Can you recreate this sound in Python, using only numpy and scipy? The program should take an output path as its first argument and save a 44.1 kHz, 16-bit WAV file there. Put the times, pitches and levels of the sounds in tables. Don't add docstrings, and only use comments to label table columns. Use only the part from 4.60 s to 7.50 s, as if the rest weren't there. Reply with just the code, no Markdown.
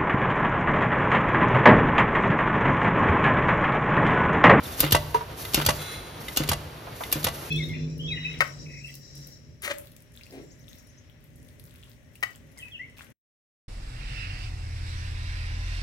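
import sys
import numpy as np
from scipy import signal
from scipy.fft import rfft, irfft
from scipy.io import wavfile
from scipy.ndimage import uniform_filter1d

SR = 44100
rng = np.random.default_rng(int(sys.argv[2]) if len(sys.argv) > 2 else 0)


def int16_out(signal):
    q = np.round(np.clip(np.atleast_2d(signal).T, -1, 1) * 32767)
    wavfile.write(sys.argv[1], SR, q.astype(np.int16))


N = 127890

# (frequency [Hz], level [dB])
HUM_SPECTRUM = [(25, -43), (40, -5.5), (60, 1), (135, -0.5), (200, -8.5), (480, -7.5), (800, -13),
                (3800, -22), (6500, -30.5), (15000, -30.5), (16000, -54)]
# (time [s], level [dB])
HUM_LEVEL = [(0, -36.5), (.45, -44.5), (.72, -40), (1.2, -39.5), (1.6, -40), (2.5, -41.5), (2.75, -37.5),
             (2.9, -38)]
# (time [s], level [dB])
BUMP_HITS = [(2.268, -37.5), (2.406, -30)]
# (frequency [Hz], level [dB])
BUMP_SPECTRUM = [(150, -45), (650, 19), (2200, 1), (12000, -58)]
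# (time [s], click [dB], ring [dB])
TICK_HITS = [(.2475, -28.5, -24), (.264, -34, -25), (.272, -41, -33), (.851, -32.5, -28), (1.014, -26, -27),
             (1.0205, -36, -31), (1.683, -32.5, -23), (1.835, -29, -28), (2.436, -32, -25)]
# (frequency [Hz], level [dB])
TICK_SPECTRUM = [(300, -2.5), (3700, 3.5), (5000, -4.5), (15000, -5)]
# (frequency [Hz], level [dB], t60 [s])
SMALL_PART_MODES = [(2050, -6, .065), (2950, -13, .04), (3650, -11, .045)]
# (frequency [Hz], level [dB])
SQUEAL_PARTIALS = [(1470, -52), (2121, -49), (2606, -53), (3376, -48), (3590, -51), (3948, -46),
                   (4091, -49), (6352, -53), (9380, -52), (9510, -52)]
# (time [s], gain [dB])
SQUEAL_SWELL = [(1.16, -50), (1.19, 0), (1.34, 2), (1.42, -7), (1.58, -12), (1.68, -45)]
# (time [s], relative level [dB])
KNOCK_HITS = [(.5445, -12), (.607, -28)]
# (frequency [Hz], level [dB], t60 [s])
HOLLOW_MODES = [(447, -12, .11), (485, -22, .07), (954, 0, .075), (1075, -17, .06), (1206, -24, .08)]
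# (time [s], length [s], start pitch [Hz], end pitch [Hz], level [dB])
TAPE_SQUEAKS = [(.03, 0.023, 3750, 4150, -43.5), (0.049, 0.019, 3890, 3400, -38.5),
                (0.111, .05, 3750, 3400, -44.5)]
# (frequency [Hz], level [dB])
TAPE_SPECTRUM = [(500, 2), (3500, -1.5), (15300, 3.5), (16000, -28)]
# (time [s], level [dB])
IDLE_HISS_LEVEL = [(.28, -84), (.36, -57), (.5, -50.5), (.68, -66), (1.1, -41.5), (1.2, -42), (1.35, -51.5),
                   (1.5, -62), (2.3, -61.5), (2.6, -47.5)]
# (time [s], air [dB], air treble [dB], thud [dB], relative slide [dB], tape [dB])
OUT_STROKES = [(0.2033, -18.5, -11, -12.5, -25.5, -41), (.9440, -15, -15, -14.5, -24.5, -43),
               (1.771, -17, -19.5, -16, -36, -47), (2.525, -20.5, -16, -19.5, -38.5, -50.5)]
# (frequency [Hz], level [dB])
SLIDE_SPECTRUM = [(100, -13), (400, 9), (1200, 2.5), (3200, 0), (6000, -17.5), (15000, -17)]
# (frequency [Hz], level [dB], t60 [s])
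FRAME_SHOVE_MODES = [(55.5, -11, 0.17)]
# (frequency [Hz], level [dB], t60 [s])
LANDING_MODES = [(146.7, -8, 0.39), (307.2, -3, 0.099), (536, -11.5, 0.12), (886, -20, 0.038)]
# (time [s], air [dB], air treble [dB], air hold [s], thump [dB], clack delay [s],
# clack [dB], clack treble [dB], rebound gain [dB])
HOME_STROKES = [(0.3211, -14.5, -13.5, 0.0045, -11, .026, -12, -18, -12.5),
                (1.0622, -17, -18, 0.0027, -15.5, 0.025, -15.5, -17, -11),
                (1.8884, -22.5, -23, 0.006, -19, .026, -23, -22, -4.5),
                (2.642, -23, -21.5, 0.0057, -22, 0.025, -22.5, -24, -7)]
# (frequency [Hz], level [dB], t60 [s])
FRAME_RING_MODES = [(147.6, -22, 0.61)]
# (frequency [Hz], level [dB], t60 [s])
HOME_MODES = [(528, 3.5, 0.052), (598.6, -5, 0.19), (668, -2, 0.077), (838, -2.5, 0.077), (937, 8.5, 0.025),
              (1138, -2.5, 0.1)]
# (frequency [Hz], level [dB], t60 [s])
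STEEL_STOP_MODES = [(1545, -8, 0.057), (1766, -21, .1), (1987, -6.5, 0.09), (2600, -15, .084),
                    (2824, -6.5, 0.088), (3380, -13, 0.048)]
# (frequency [Hz], level [dB])
CLACK_SPECTRUM = [(100, 5), (600, 2), (1500, 1.5), (3000, -6), (6000, -31), (15000, -36)]
# (frequency [Hz], level [dB])
CLACK_TOP_SPECTRUM = [(700, 3), (2000, -1.5), (3200, 0.5), (7000, -0.5), (8500, 2), (15500, -11)]
# (frequency [Hz], level [dB])
AIR_SPECTRUM = [(100, -1.5), (350, 3.5), (900, -5.5), (2000, -8.5), (2900, 1.5), (6300, -3), (8300, 1),
                (11000, -20)]
# (frequency [Hz], level [dB])
AIR_TOP_SPECTRUM = [(3000, -30.5), (9000, -8.5), (10500, -0.5), (14500, 4), (15500, 3), (16000, -35)]
# (frequency [Hz], side against mid [dB])
STEREO_WIDTH = [(60, -26), (150, -16), (350, -11), (1100, 1), (2200, -6.5), (4500, -2.5), (9000, -20.5)]
# (frequency [Hz], lead of the left [rad])
MIC_PHASE = [(0, 0), (4000, 0), (5100, 1.3), (6000, -.5), (8200, -3.14), (10700, -5.6), (12800, -6.7),
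             (15200, -9.2)]
# (frequency [Hz], left minus right [dB])
MIC_BALANCE = [(400, 0.3), (1350, -3), (1850, 0), (3900, .3), (5500, 2.6), (9000, -.5)]

ECHO_DB, ECHO_T60_S, ECHO_TREBLE_T60_S = -17.5, 0.92, 0.44
PLATE_LOW_HZ, PLATE_HIGH_HZ, PLATE_DAMP_HZ, PLATE_T60_S, PLATE_DB = 1202, 14100, 7000, 0.18, -8
TAPE_LEAD_S, TAPE_HOLD_S = 0.18, 0.21
SHOVE_DELAY_S, SLIDE_DELAY_S, THUD_DELAY_S, REBOUND_S = 0.0057, 0.015, 0.028, 0.016
AIR_RISE_S, OUT_AIR_HOLD_S, OUT_SPOOL_LEAD_S, HOME_SPOOL_LEAD_S = 0.00097, 0.0025, 0.0095, 0.013
HOME_TAIL_DB, HOME_KICK_DB = -5, -11.5
LOW_CUT_HZ, HIGH_CUT_HZ = 32, 16000


def undb(db):
    return 10 ** (np.asarray(db) / 20)


def clock():
    return np.arange(N) / SR


def bins():
    return np.arange(N // 2 + 1) * SR / N + 1


def curve(points):
    return undb(np.interp(clock(), *np.array(points).T))


def colour(points, hz):
    at, db = np.array(points).T
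    return undb(np.interp(np.log(hz), np.log(at), db))


def noise(spectrum):
    mid, side = rfft(rng.standard_normal((2, N))) * colour(spectrum, bins())
    side = side * colour(STEREO_WIDTH, bins())
    out = irfft(np.array([mid + side, mid - side]), N)
    return out / out.std()


def waver(per_s):
    step = int(SR / per_s)
    steps = np.repeat(rng.standard_normal(N // step + 1), step)
    return 1.19 * uniform_filter1d(uniform_filter1d(steps, step), step)[:N]


def burst(start, rise, hold, t60):
    t = clock() - start
    return np.clip(t / rise, 0, 1) * np.exp(-np.log(1000) * np.maximum(t - rise - hold, 0) / t60)


def ring(modes, start, rise):
    t = clock()[:SR // 2]
    out, first = np.zeros((2, N + SR)), int(start * SR)
    for hz, db, t60 in modes:
        detune, skew, turn = rng.standard_normal(3)
        side_phase = np.array([[1], [-1]]) * np.tanh(skew) * colour(STEREO_WIDTH, hz)
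        phase = side_phase + 2 * turn * min(hz / 1500, 1)
        envelope = undb(db) * np.exp(-np.log(1000) * t / t60) * np.minimum(t / rise, 1)
        tone = np.sin(2 * np.pi * hz * (1 + 0.00625 * detune) * t + phase)
        out[:, first:first + len(t)] += envelope * tone
    return out[:, :N]


def hall_hum():
    return noise(HUM_SPECTRUM) * curve(HUM_LEVEL) * undb(1.03 * waver(29.79))


def hall_echo(x):
    low = noise([(50, 4.5), (500, -5), (2000, -9.5), (5000, -9), (15000, -12.5)])
    high = 0.44 * noise([(1000, -69), (4000, 18), (15000, -27)])
    response = low * burst(0.0042, 0.019, 0, ECHO_T60_S) + high * burst(0.012, 0.019, 0, ECHO_TREBLE_T60_S)
    response /= np.linalg.norm(response, axis=1, keepdims=True)
    return undb(ECHO_DB) * signal.fftconvolve(x, response, axes=1)[:, :N]


def conveyor_bumps():
    return sum(undb(db) * burst(s, 0.0022, 0.004, 0.11) for s, db in BUMP_HITS) * noise(BUMP_SPECTRUM)


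def ticks():
    clicks = sum(undb(db) * burst(s, 0.00054, 0.0014, 0.048) for s, db, _ in TICK_HITS)
    clinks = sum(undb(db) * ring(SMALL_PART_MODES, s, 0.00071) for s, _, db in TICK_HITS)
    return clicks * noise(TICK_SPECTRUM) + clinks


def squeal():
    out = undb(-44.5) * noise([(300, -21), (1350, 7.5), (3900, -1), (5000, -3), (9600, -5), (15000, -26)])
    for hz, db in SQUEAL_PARTIALS:
        phase = 2 * np.pi * np.cumsum(hz * (1 + 0.011 * waver(700))) / SR
        rasp_db = 3.5 * waver(400)
        out += undb(db + rasp_db) * np.sin(phase + rng.uniform(-1, 1, (2, 1)))
    return out * curve(SQUEAL_SWELL)


def hollow_knock():
    envelope = sum(undb(db - 15.5) * burst(s - 0.001, 0.00045, 0.002, 0.21) for s, db in KNOCK_HITS)
    crack = envelope * noise([(200, 1.5), (1200, 3.5), (6000, -12.5), (15000, -15.5)])
    return crack + sum(undb(db + 7) * ring(HOLLOW_MODES, s, rise=0.006) for s, db in KNOCK_HITS)


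def tape_squeaks():
    out = 0
    for s, length, start_hz, end_hz, db in TAPE_SQUEAKS:
        along = np.clip((clock() - s) / length, 0, 1)
        hz = (start_hz + (end_hz - start_hz) * along) * (1 + 0.029 * waver(900))
        out += undb(db) * np.sin(np.pi * along) * np.sin(2 * np.pi * np.cumsum(hz) / SR)
    return out


def tape_hiss():
    feed = sum(undb(db) * burst(s - TAPE_LEAD_S, 0.018, TAPE_HOLD_S, 0.15) for s, *_, db in OUT_STROKES)
    flutter = undb(2.7 * waver(70))
    return (feed + curve(IDLE_HISS_LEVEL)) * flutter * noise(TAPE_SPECTRUM)


def with_plates(x, count=110):
    places = (np.arange(count) + rng.random(count)) / count
    pitches = PLATE_LOW_HZ + (PLATE_HIGH_HZ - PLATE_LOW_HZ) * places ** 1.4
    modes = [(hz, 0, PLATE_T60_S / np.hypot(1, (hz / PLATE_DAMP_HZ) ** 2)) for hz in pitches]
    response = ring(modes, 0, 0.0012)[:, :SR // 2]
    response /= np.linalg.norm(response, axis=1, keepdims=True)
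    return x + undb(PLATE_DB) * signal.fftconvolve(x, response, axes=1)[:, :N]


def rattle(per_s=150, decay_s=0.0037):
    jitter, softness = rng.random((int(N / SR * per_s), 2)).T
    times = (np.arange(len(jitter)) + jitter) / per_s
    hits = np.zeros(N)
    hits[(times * SR).astype(int)] = undb(-14 * softness)
    out = signal.lfilter([1], [1, -np.exp(-1 / (decay_s * SR))], hits)
    return out / np.sqrt(np.mean(out ** 2))


def low_thump(start, start_hz=192.3, end_hz=51.4, fall_s=0.012):
    t = np.maximum(clock() - start, 0)
    hz = end_hz + (start_hz - end_hz) * np.exp(-t / fall_s)
    phase = 2 * np.pi * np.cumsum(hz * (t > 0)) / SR
    return undb(-2.5) * burst(start, 0.0079, 0.0011, 0.11) * np.sin(phase)


def piston_out():
    thuds = slide = crunch = 0
    for s, _, _, thud_db, slide_db, _ in OUT_STROKES:
        landing = ring(LANDING_MODES, s + THUD_DELAY_S, 0.0071)
        shove = ring(FRAME_SHOVE_MODES, s + SHOVE_DELAY_S, 0.012)
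        thuds += undb(thud_db) * (landing + shove)
        slide += undb(slide_db - 2.5) * burst(s + SLIDE_DELAY_S, 0.012, 0.013, 0.23)
        crunch += undb(thud_db - 15) * burst(s + THUD_DELAY_S, 0.0041, 0, 0.13)
    tape = tape_hiss()
    thuds += crunch * noise([(60, -4), (240, 1), (450, -1.5), (8000, -73)])
    return thuds + with_plates(slide * rattle() * noise(SLIDE_SPECTRUM) + tape)


def piston_home():
    out = body = top = 0
    for s, _, _, _, thump_db, delay, clack_db, treble_db, rebound_db in HOME_STROKES:
        impact = s + delay
        out += undb(thump_db) * (low_thump(s + 0.0015) + ring(FRAME_RING_MODES, impact, 0.0055))
        for at, gain, stop_db in ((impact, 1, -3), (impact + REBOUND_S, undb(rebound_db), 1)):
            clack = undb(-3.5) * gain ** 0.5 * ring(HOME_MODES, at, 0.0016)
            stop = undb(stop_db) * ring(STEEL_STOP_MODES, at, 0.001)
            out += gain * undb(clack_db) * (clack + stop)
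            body += gain * undb(clack_db - 5) * burst(at, 0.00076, 0.00088, 0.055)
            top += gain * undb(treble_db) * burst(at, 0.0029, 0.0025, 0.039)
    return out + body * noise(CLACK_SPECTRUM) + top * noise(CLACK_TOP_SPECTRUM)


def spit(start, hold, t60, tail_db, tail_t60):
    jet = burst(start, AIR_RISE_S, hold, t60)
    return np.maximum(jet, undb(tail_db) * burst(start, AIR_RISE_S, 0, tail_t60))


def air_valve():
    shots = [(s, db, treble, OUT_AIR_HOLD_S, OUT_SPOOL_LEAD_S, 0) for s, db, treble, *_ in OUT_STROKES]
    shots += [(*stroke[:4], HOME_SPOOL_LEAD_S, HOME_TAIL_DB) for stroke in HOME_STROKES]
    body = top = 0
    for s, db, treble_db, hold, lead, tail_db in shots:
        spool = undb(-13) * burst(s - lead, 0.001, 0.0031, 0.026)
        body += undb(db) * (spool + spit(s, hold, 0.031, tail_db - 12.5, tail_t60=0.18))
        top += undb(treble_db) * (spool / 2 + spit(s, hold, 0.019, tail_db - 14.5, tail_t60=0.15))
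    kick = sum(undb(db + HOME_KICK_DB) * burst(s, AIR_RISE_S, 0, 0.1) for s, db, *_ in HOME_STROKES)
    return body * noise(AIR_SPECTRUM) + top * noise(AIR_TOP_SPECTRUM) + kick * noise(CLACK_SPECTRUM)


def scene():
    machine = with_plates(air_valve()) + piston_out() + piston_home()
    machine += ticks() + conveyor_bumps() + tape_squeaks() + squeal()
    knock = hollow_knock()
    into_hall = (machine + 0.4 * knock).mean(axis=0, keepdims=True)
    return hall_hum() + hall_echo(into_hall) + knock + machine


def record(dry):
    phase = np.interp(bins(), *np.array(MIC_PHASE).T)
    left_port = np.sqrt(colour(MIC_BALANCE, bins())) * np.exp(0.5j * phase)
    heard = irfft(rfft(dry) * np.array([left_port, 1 / left_port]), N)
    low_cut = signal.butter(2, LOW_CUT_HZ, "high", fs=SR, output="sos")
    high_cut = signal.ellip(8, 0.2, 70, HIGH_CUT_HZ, fs=SR, output="sos")
    rounded = np.tanh(signal.sosfilt(low_cut, heard))
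    return signal.sosfilt(high_cut, rounded)


dry = scene()
out = record(dry)
int16_out(out)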